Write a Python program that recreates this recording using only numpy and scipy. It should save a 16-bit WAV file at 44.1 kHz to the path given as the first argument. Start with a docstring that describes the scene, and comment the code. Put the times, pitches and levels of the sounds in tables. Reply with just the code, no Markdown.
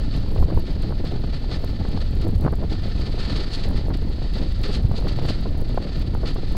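"""Wind buffets a microphone held out of the window of a diesel train on a wooded curve.
Big eddies in the slipstream break into smaller ones, and some slap or thump the case.
Underneath, the wheels hiss and roar on the rails; the hiss surges as bushes throw it back,
and close branches swish past. The microphone crackles at its overload point."""
import sys
import numpy as np
from scipy import signal
from scipy.fft import rfft, irfft, next_fast_len
from scipy.io import wavfile
from scipy.ndimage import uniform_filter1d

SR = 44100
rng = np.random.default_rng(int(sys.argv[2]) if len(sys.argv) > 2 else 0)


def output_pcm(signal):
    """Save a mono or channel-first signal as 16-bit PCM at the path in sys.argv[1].

    Samples are clipped to [-1, 1] before scaling.
    """
    pcm = np.clip(np.atleast_2d(signal).T, -1, 1) * 32767
    wavfile.write(sys.argv[1], SR, np.round(pcm).astype(np.int16))


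N = 289723
TIME = np.arange(N) / SR
FREQS = np.fft.rfftfreq(N, 1 / SR)

# Force of the slipstream. Each row: time in seconds, relative level in dB.
WIND_FORCE = [(0.0, -22.5), (0.35, -22), (0.4, -13.5), (0.49, -21.5), (0.58, -12.5), (0.6, -22.5),
              (1.66, -25), (2.38, -21), (2.63, -24), (3.4, -24), (3.58, -26), (3.75, -17), (3.77, -23),
              (5.62, -22), (5.89, -23), (5.93, -22.5), (6.35, -23.5), (6.57, -19.5)]
# Deep tone of the buffeting. Each row: frequency in Hz, relative level in dB.
BUFFET_TONE = [(8, -1), (17, 6), (35, 0.5), (70, -3.5), (130, -12), (240, -23.5), (500, -52.5)]
# Lulls in the wind. Each row: centre in seconds, dip of the large eddies in dB,
# dip of the small eddies in dB. A negative dip is a lift.
WIND_LULLS = [(.64, 3, 0), (1.08, 2, -2.5), (1.41, 2, 3), (2.08, -1, 9), (2.98, -1, -1), (3.47, 0.5, 4),
              (4.19, 3, 6), (4.3, 1, 9), (4.54, -1, 10), (5.38, 2, 4.5), (5.86, 10, -2), (6.31, 0, 0),
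              (6.46, 1.5, 4)]
LULL_WIDTH_S = 0.034


def buffeting(trim_db=3.0):
    """The largest eddies push the diaphragm to and fro, and drop away in the lulls."""
    pressure = steady(noise(colour(BUFFET_TONE)), seconds=.1)
    dip_db = sum(db * swell(s, LULL_WIDTH_S) for s, db, _ in WIND_LULLS)
    return pressure * undb(curve(WIND_FORCE) + trim_db - dip_db)


# Flurries of small eddies. Each row: centre in seconds, lift in dB.
EDDY_FLURRIES = [(.15, 4.5), (.35, 3), (.52, 5), (.85, 7), (.92, 2.5), (1.06, 2.5), (1.16, 8.5),
                 (1.531, 6.5), (1.81, 5.5), (1.958, 9.5), (2.27, 9), (2.45, 12), (2.63, 5), (2.73, 5.5),
                 (2.89, 3), (3.32, 8.5), (3.4, 9), (3.66, 5), (3.72, 5), (3.79, 4.5), (3.905, 6),
                 (4.245, 5.5), (4.355, 4), (4.41, 6.5), (4.7, 4.5), (4.8, 6), (5.07, 10), (5.229, 9),
                 (5.29, 10), (5.45, 3), (5.61, 3), (6.25, 7)]


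def eddy_lift(follow=0.38, flurry_width_s=0.016):
    """Lift of the small eddies in dB: they follow the wind, leap in flurries and sink in lulls."""
    force_db = curve(WIND_FORCE)
    flurry_db = sum(db * swell(s, flurry_width_s) for s, db in EDDY_FLURRIES)
    dip_db = sum(db * swell(s, LULL_WIDTH_S) for s, _, db in WIND_LULLS)
    return follow * (force_db - force_db.mean()) + flurry_db - dip_db


# Tone of the fluttering eddies. Each row: frequency in Hz, relative level in dB.
EDDY_TONE = [(70, 4), (130, 4), (280, 1), (500, -8), (800, -15.5), (1200, -28), (2200, -34), (4000, -32)]


def eddies(level_db=-32, burst_db=2.5, split_db=2.0, flutter_ratio=0.15, brighten=0.039):
    """A cascade: each octave rides the bursts below it, flutters faster and gains more in a flurry."""
    lift_db = eddy_lift()
    tone = colour(EDDY_TONE)
    flutter_db = burst_db * wander(49)
    out = np.zeros(N)
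    for hz in 110 * 2 ** np.arange(5):
        octaves_away = abs(np.log2((FREQS + 1) / hz))
        band = tone * np.sqrt(np.maximum(1 - octaves_away, 0))
        flutter_db = flutter_db + split_db * wander(flutter_ratio * hz) + brighten * lift_db
        out += np.linalg.norm(band) * unit(noise(band) * undb(flutter_db))
    return steady(out, seconds=0.083) * undb(level_db + lift_db)


def add_vortex(out, s, db, hz):
    """A vortex core sweeps past: a brief suction between two softer pushes."""
    near = slice(max(int((s - 1.5 / hz) * SR), 0), int((s + 1.5 / hz) * SR))
    phase = np.pi * hz * (TIME[near] - s)
    out[near] -= undb(db) * (1 - 2 * phase ** 2) * np.exp(-phase ** 2)


# Tight eddies hitting the case. Each row: start in seconds, relative peak in dB, pitch in Hz,
# spread of the trailing whirls in seconds.
CASE_SLAPS = [(0.360, -18, 427, 0.0046), (0.425, -15.5, 301, 0.0042), (0.501, -21, 600, 0.0063),
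              (0.574, -13.5, 338, 0.0052), (0.906, -23, 484, 0.0053), (0.923, -22.5, 523, .004),
              (1.135, -31, 600, .008), (1.239, -20, 330, 0.0055), (1.641, -20, 397, 0.0052),
              (1.849, -18.5, 382, 0.0035), (1.95, -24, 480, 0.014), (2.267, -16.5, 510, .005),
              (2.448, -14.5, 440, 0.012), (2.462, -12.5, 288, 0.009), (2.477, -12.5, 720, 0.0052),
              (2.526, -16, 380, 0.0084), (2.625, -15.5, 417, 0.0058), (3.711, -21.5, 420, .006),
              (3.882, -19, 415, .018), (4.217, -23.5, 420, 0.0037), (4.913, -19.5, 480, .005),
              (5.023, -23, 690, 0.0055), (5.068, -19.5, 524, 0.0035), (5.187, -22, 556, .005),
              (5.214, -25, 480, 0.0074), (5.456, -21.5, 447, .005), (5.775, -8.5, 550, 0.0069),
              (6.149, -20, 762, 0.0035), (6.233, -18, 361, 0.0052), (6.359, -19, 363, 0.0063),
              (6.55, -21, 316, 0.0034)]


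def slaps(whirls=5, whirl_hz=780, whirl_db=-8, trim_db=-1, core_delay_s=0.001965):
    """Small vortices slap the case, each trailed by a few tighter whirls that die away."""
    out = np.zeros(N)
    for s, db, hz, spread_s in CASE_SLAPS:
        add_vortex(out, s + core_delay_s, db + trim_db, hz)
        for lag, detune, strength in rng.standard_normal((whirls, 3)):
            peak_db = db + trim_db + whirl_db + 2 * (strength - abs(lag))
            pitch_hz = whirl_hz * 2 ** (.5 * np.tanh(detune))
            add_vortex(out, s + spread_s * abs(lag), peak_db, pitch_hz)
    return out


# Low hits of wind. Each row: centre in seconds, peak in dB, pitch in Hz.
PORT_THUMPS = [(0.409, -12, 62), (0.448, -15, 61.6), (0.575, -9.5, 63), (2.18, -14, 49), (2.36, -11, 64.4),
               (2.452, -8, 111), (2.528, -15, 109), (3.746, -13.5, 53.7), (4.851, -3, 93), (4.917, -11, 99),
               (5.046, -10, 74), (6.081, -14, 62), (6.151, -15, 62)]


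def thumps():
    """Big vortices thump as they pass right over the microphone port."""
    out = np.zeros(N)
    for s, db, hz in PORT_THUMPS:
        add_vortex(out, s, db, hz)
    return out


# Hiss off the bank, louder where it is close. Each row: time in seconds, relative level in dB.
BANK_HISS = [(0, -42.5), (.5, -47), (1.5, -44), (2.15, -44.5), (2.35, -49), (2.65, -47.5), (3.05, -39),
             (3.15, -41), (3.5, -40), (3.9, -47.5), (4.5, -42), (4.87, -47.5), (5.25, -39.5), (5.6, -47.5),
             (5.95, -40.5), (6.12, -47.5), (6.57, -41)]
# Hiss off bushes and trunks. Each row: start in seconds, length in seconds, relative level in dB.
BUSH_SURGES = [(0.136, 0.04, -38), (0.664, 0.045, -40), (0.817, 0.016, -40), (1.048, 0.081, -42.5),
               (1.323, 0.037, -42), (1.51, 0.037, -34.5), (1.87, 0.084, -46), (1.999, 0.03, -40),
               (2.209, .022, -40), (2.695, .04, -39.5), (2.818, 0.016, -37), (3.175, 0.084, -35),
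               (3.294, .14, -35), (3.52, 0.13, -38.5), (3.755, 0.023, -36), (3.935, 0.012, -40),
               (4.22, 0.011, -38), (4.335, 0.079, -40), (4.63, 0.016, -29), (4.678, 0.091, -37),
               (5.079, 0.017, -33.5), (5.283, 0.019, -29.5), (5.385, 0.019, -43), (6.255, 0.033, -32)]


def trackside_reflection(attack_s=0.0036, release_s=0.024):
    """Gain of the hiss thrown back: the bank, plus a quick attack, hold and release for each bush."""
    power = undb(curve(BANK_HISS)) ** 2
    for start, length, db in BUSH_SURGES:
        attack = np.clip((TIME - start) / attack_s, 0, 1)
        release = np.exp(-np.maximum(TIME - start - length, 0) / release_s)
        power += (undb(db) * attack * release) ** 2
    return np.sqrt(power)


# Tone of the wheel hiss. Each row: frequency in Hz, relative level in dB.
HISS_TONE = [(500, 1), (900, -10), (1100, -11.5), (1600, -11), (2350, -6), (3600, -2), (4450, 3),
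             (5100, -6.5), (5700, -18.5), (6400, -18), (7200, -23.5), (7800, -21.5), (11000, -35.5),
             (16000, -77)]
# Ringing of the wheels. Each row: pitch in Hz, width in Hz, level against the hiss in dB.
WHEEL_RINGS = [(1317, 290, 9), (1780, 69, 9), (2000, 89, 0.5), (4550, 85, -7)]


def wheel_hiss(flutter_db=1.94, trim_db=-1.2):
    """Steel rolls on steel, ringing the wheels and the microphone port near 4.4 kHz."""
    ringing = sum(undb(db) / (1 + (2 * (FREQS - hz) / width) ** 2) for hz, width, db in WHEEL_RINGS)
    hiss = noise(colour(HISS_TONE) * (1 + ringing))
    return hiss * trackside_reflection() * undb(trim_db + flutter_db * wander(28))


# Branches passing close. Each row: centre in seconds, relative peak in dB.
BRANCH_PASSES = [(0.1585, -51), (2.7244, -46), (3.5424, -35.5), (4.7464, -36), (4.977, -40.5),
                 (5.0914, -50), (5.2944, -38.5), (6.2764, -54)]
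# Bright tone of a swish. Each row: frequency in Hz, relative level in dB.
SWISH_TONE = [(1000, -15), (3500, 12), (4400, 18.5), (5600, 0), (8000, -6), (10000, -9.5), (12000, -27),
              (16000, -23)]


def branches(width_s=0.016, rustle_db=2, trim_db=1):
    """Close branches swish past, bright and brief."""
    passing = sum(undb(db) * swell(s, width_s) for s, db in BRANCH_PASSES)
    return noise(colour(SWISH_TONE)) * passing * undb(trim_db + rustle_db * wander(150))


# Dark tone of the rolling bed. Each row: frequency in Hz, relative level in dB.
ROAR_TONE = [(40, -6.5), (120, 5.5), (400, -5), (800, -13), (1300, -27), (2000, -23), (3000, -30),
             (6000, -64)]


def wheel_roar(level_db=-43.5, sway_db=1):
    """The rolling wheels lay a low, gently swaying roar under everything."""
    return noise(colour(ROAR_TONE)) * undb(level_db + sway_db * wander(1))


# Spells of microphone fizz. 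Each row: centre in seconds, lift in dB.
FIZZ_SPELLS = [(.38, -1), (1.645, 16), (2.36, 3), (3.74, 2), (4.97, 8.5)]
OVERLOAD = .215  # overload point, with full scale at 1


def crackle(pressure, fizz_db=-54.0, faint_db=-18, spell_width_s=0.061):
    """The microphone spits as pressure crosses the overload point, harder in gusts and a few spells."""
    swing = abs(pressure)
    straining = np.exp(-.5 * ((swing - OVERLOAD) / .018) ** 2)
    faint = undb(faint_db) * swing / OVERLOAD
    gust = unit(uniform_filter1d(swing, int(.08 * SR)))
    sputter = undb(6 * np.minimum(wander(400), 1.5))
    spell_db = sum(db * swell(s, spell_width_s) for s, db in FIZZ_SPELLS)
    fizz = noise(FREQS / (FREQS + 2500)) * undb(fizz_db + spell_db)
    return fizz * gust * sputter * (straining + faint)


def diaphragm(pressure, lost_swing=0.033, knee=0.036):
    """The swing stalls briefly at the overload point; larger peaks push through and are rounded."""
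    stall = lost_swing * (1 + np.tanh((abs(pressure) - OVERLOAD) / knee)) / 2
    return np.tanh(pressure - np.sign(pressure) * stall)


def undb(db):
    """Decibels to gain."""
    return 10 ** (np.asarray(db) / 20)


def unit(x):
    """Scale to rms 1."""
    return x / np.sqrt(np.mean(x ** 2))


def curve(table):
    """A fader ride: rows of (seconds, value) joined by straight lines."""
    return np.interp(TIME, *np.transpose(table))


def swell(s, width_s):
    """A bell-shaped swell of height 1, down to 0.6 at width_s either side of its centre."""
    return np.exp(-.5 * ((TIME - s) / width_s) ** 2)


def noise(gain):
    """Noise of rms 1, shaped by a gain at each frequency."""
    size = next_fast_len(N, True)
    gain = np.interp(np.fft.rfftfreq(size, 1 / SR), FREQS, gain)
    return unit(irfft(rfft(rng.standard_normal(size)) * gain, size)[:N])


def colour(points):
    """An EQ curve through (Hz, dB) points, rolled off below 8 Hz and above the last point."""
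    hz, db = np.transpose(points)
    rolloff = np.minimum(FREQS / 8, 1) * np.minimum(hz[-1] / (FREQS + 1), 1) ** 4
    return undb(np.interp(np.log(FREQS + 1), np.log(hz), db)) * rolloff


def wander(hz):
    """Smooth random modulation of rms 1, moving up to about hz times a second."""
    return noise(np.exp(-.5 * (FREQS / hz) ** 2) * FREQS / (FREQS + hz / 5))


def steady(x, seconds):
    """Hold the slow level at 1 and keep the quick flutter."""
    size = int(seconds * SR)
    slow_power = uniform_filter1d(uniform_filter1d(x ** 2, size), size)
    return x / np.sqrt(slow_power + 1e-12)


def scene():
    """Wind up front, the running train behind it, in mono."""
    wind = buffeting() + eddies() + slaps() + thumps()
    return (wind + wheel_hiss() + branches() + wheel_roar())[None]


def record(dry, self_noise_db=-67.5, top_hz=15900):
    """The microphone rounds the peaks, crackles, adds its own faint hiss and cuts the top."""
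    overloaded = diaphragm(dry[0]) + crackle(dry[0])
    self_noise = undb(self_noise_db) * rng.standard_normal(N)
    high_cut = signal.ellip(10, .2, 70, top_hz, fs=SR, output="sos")
    return signal.sosfilt(high_cut, overloaded + self_noise)[None]


dry = scene()
out = record(dry)
output_pcm(out)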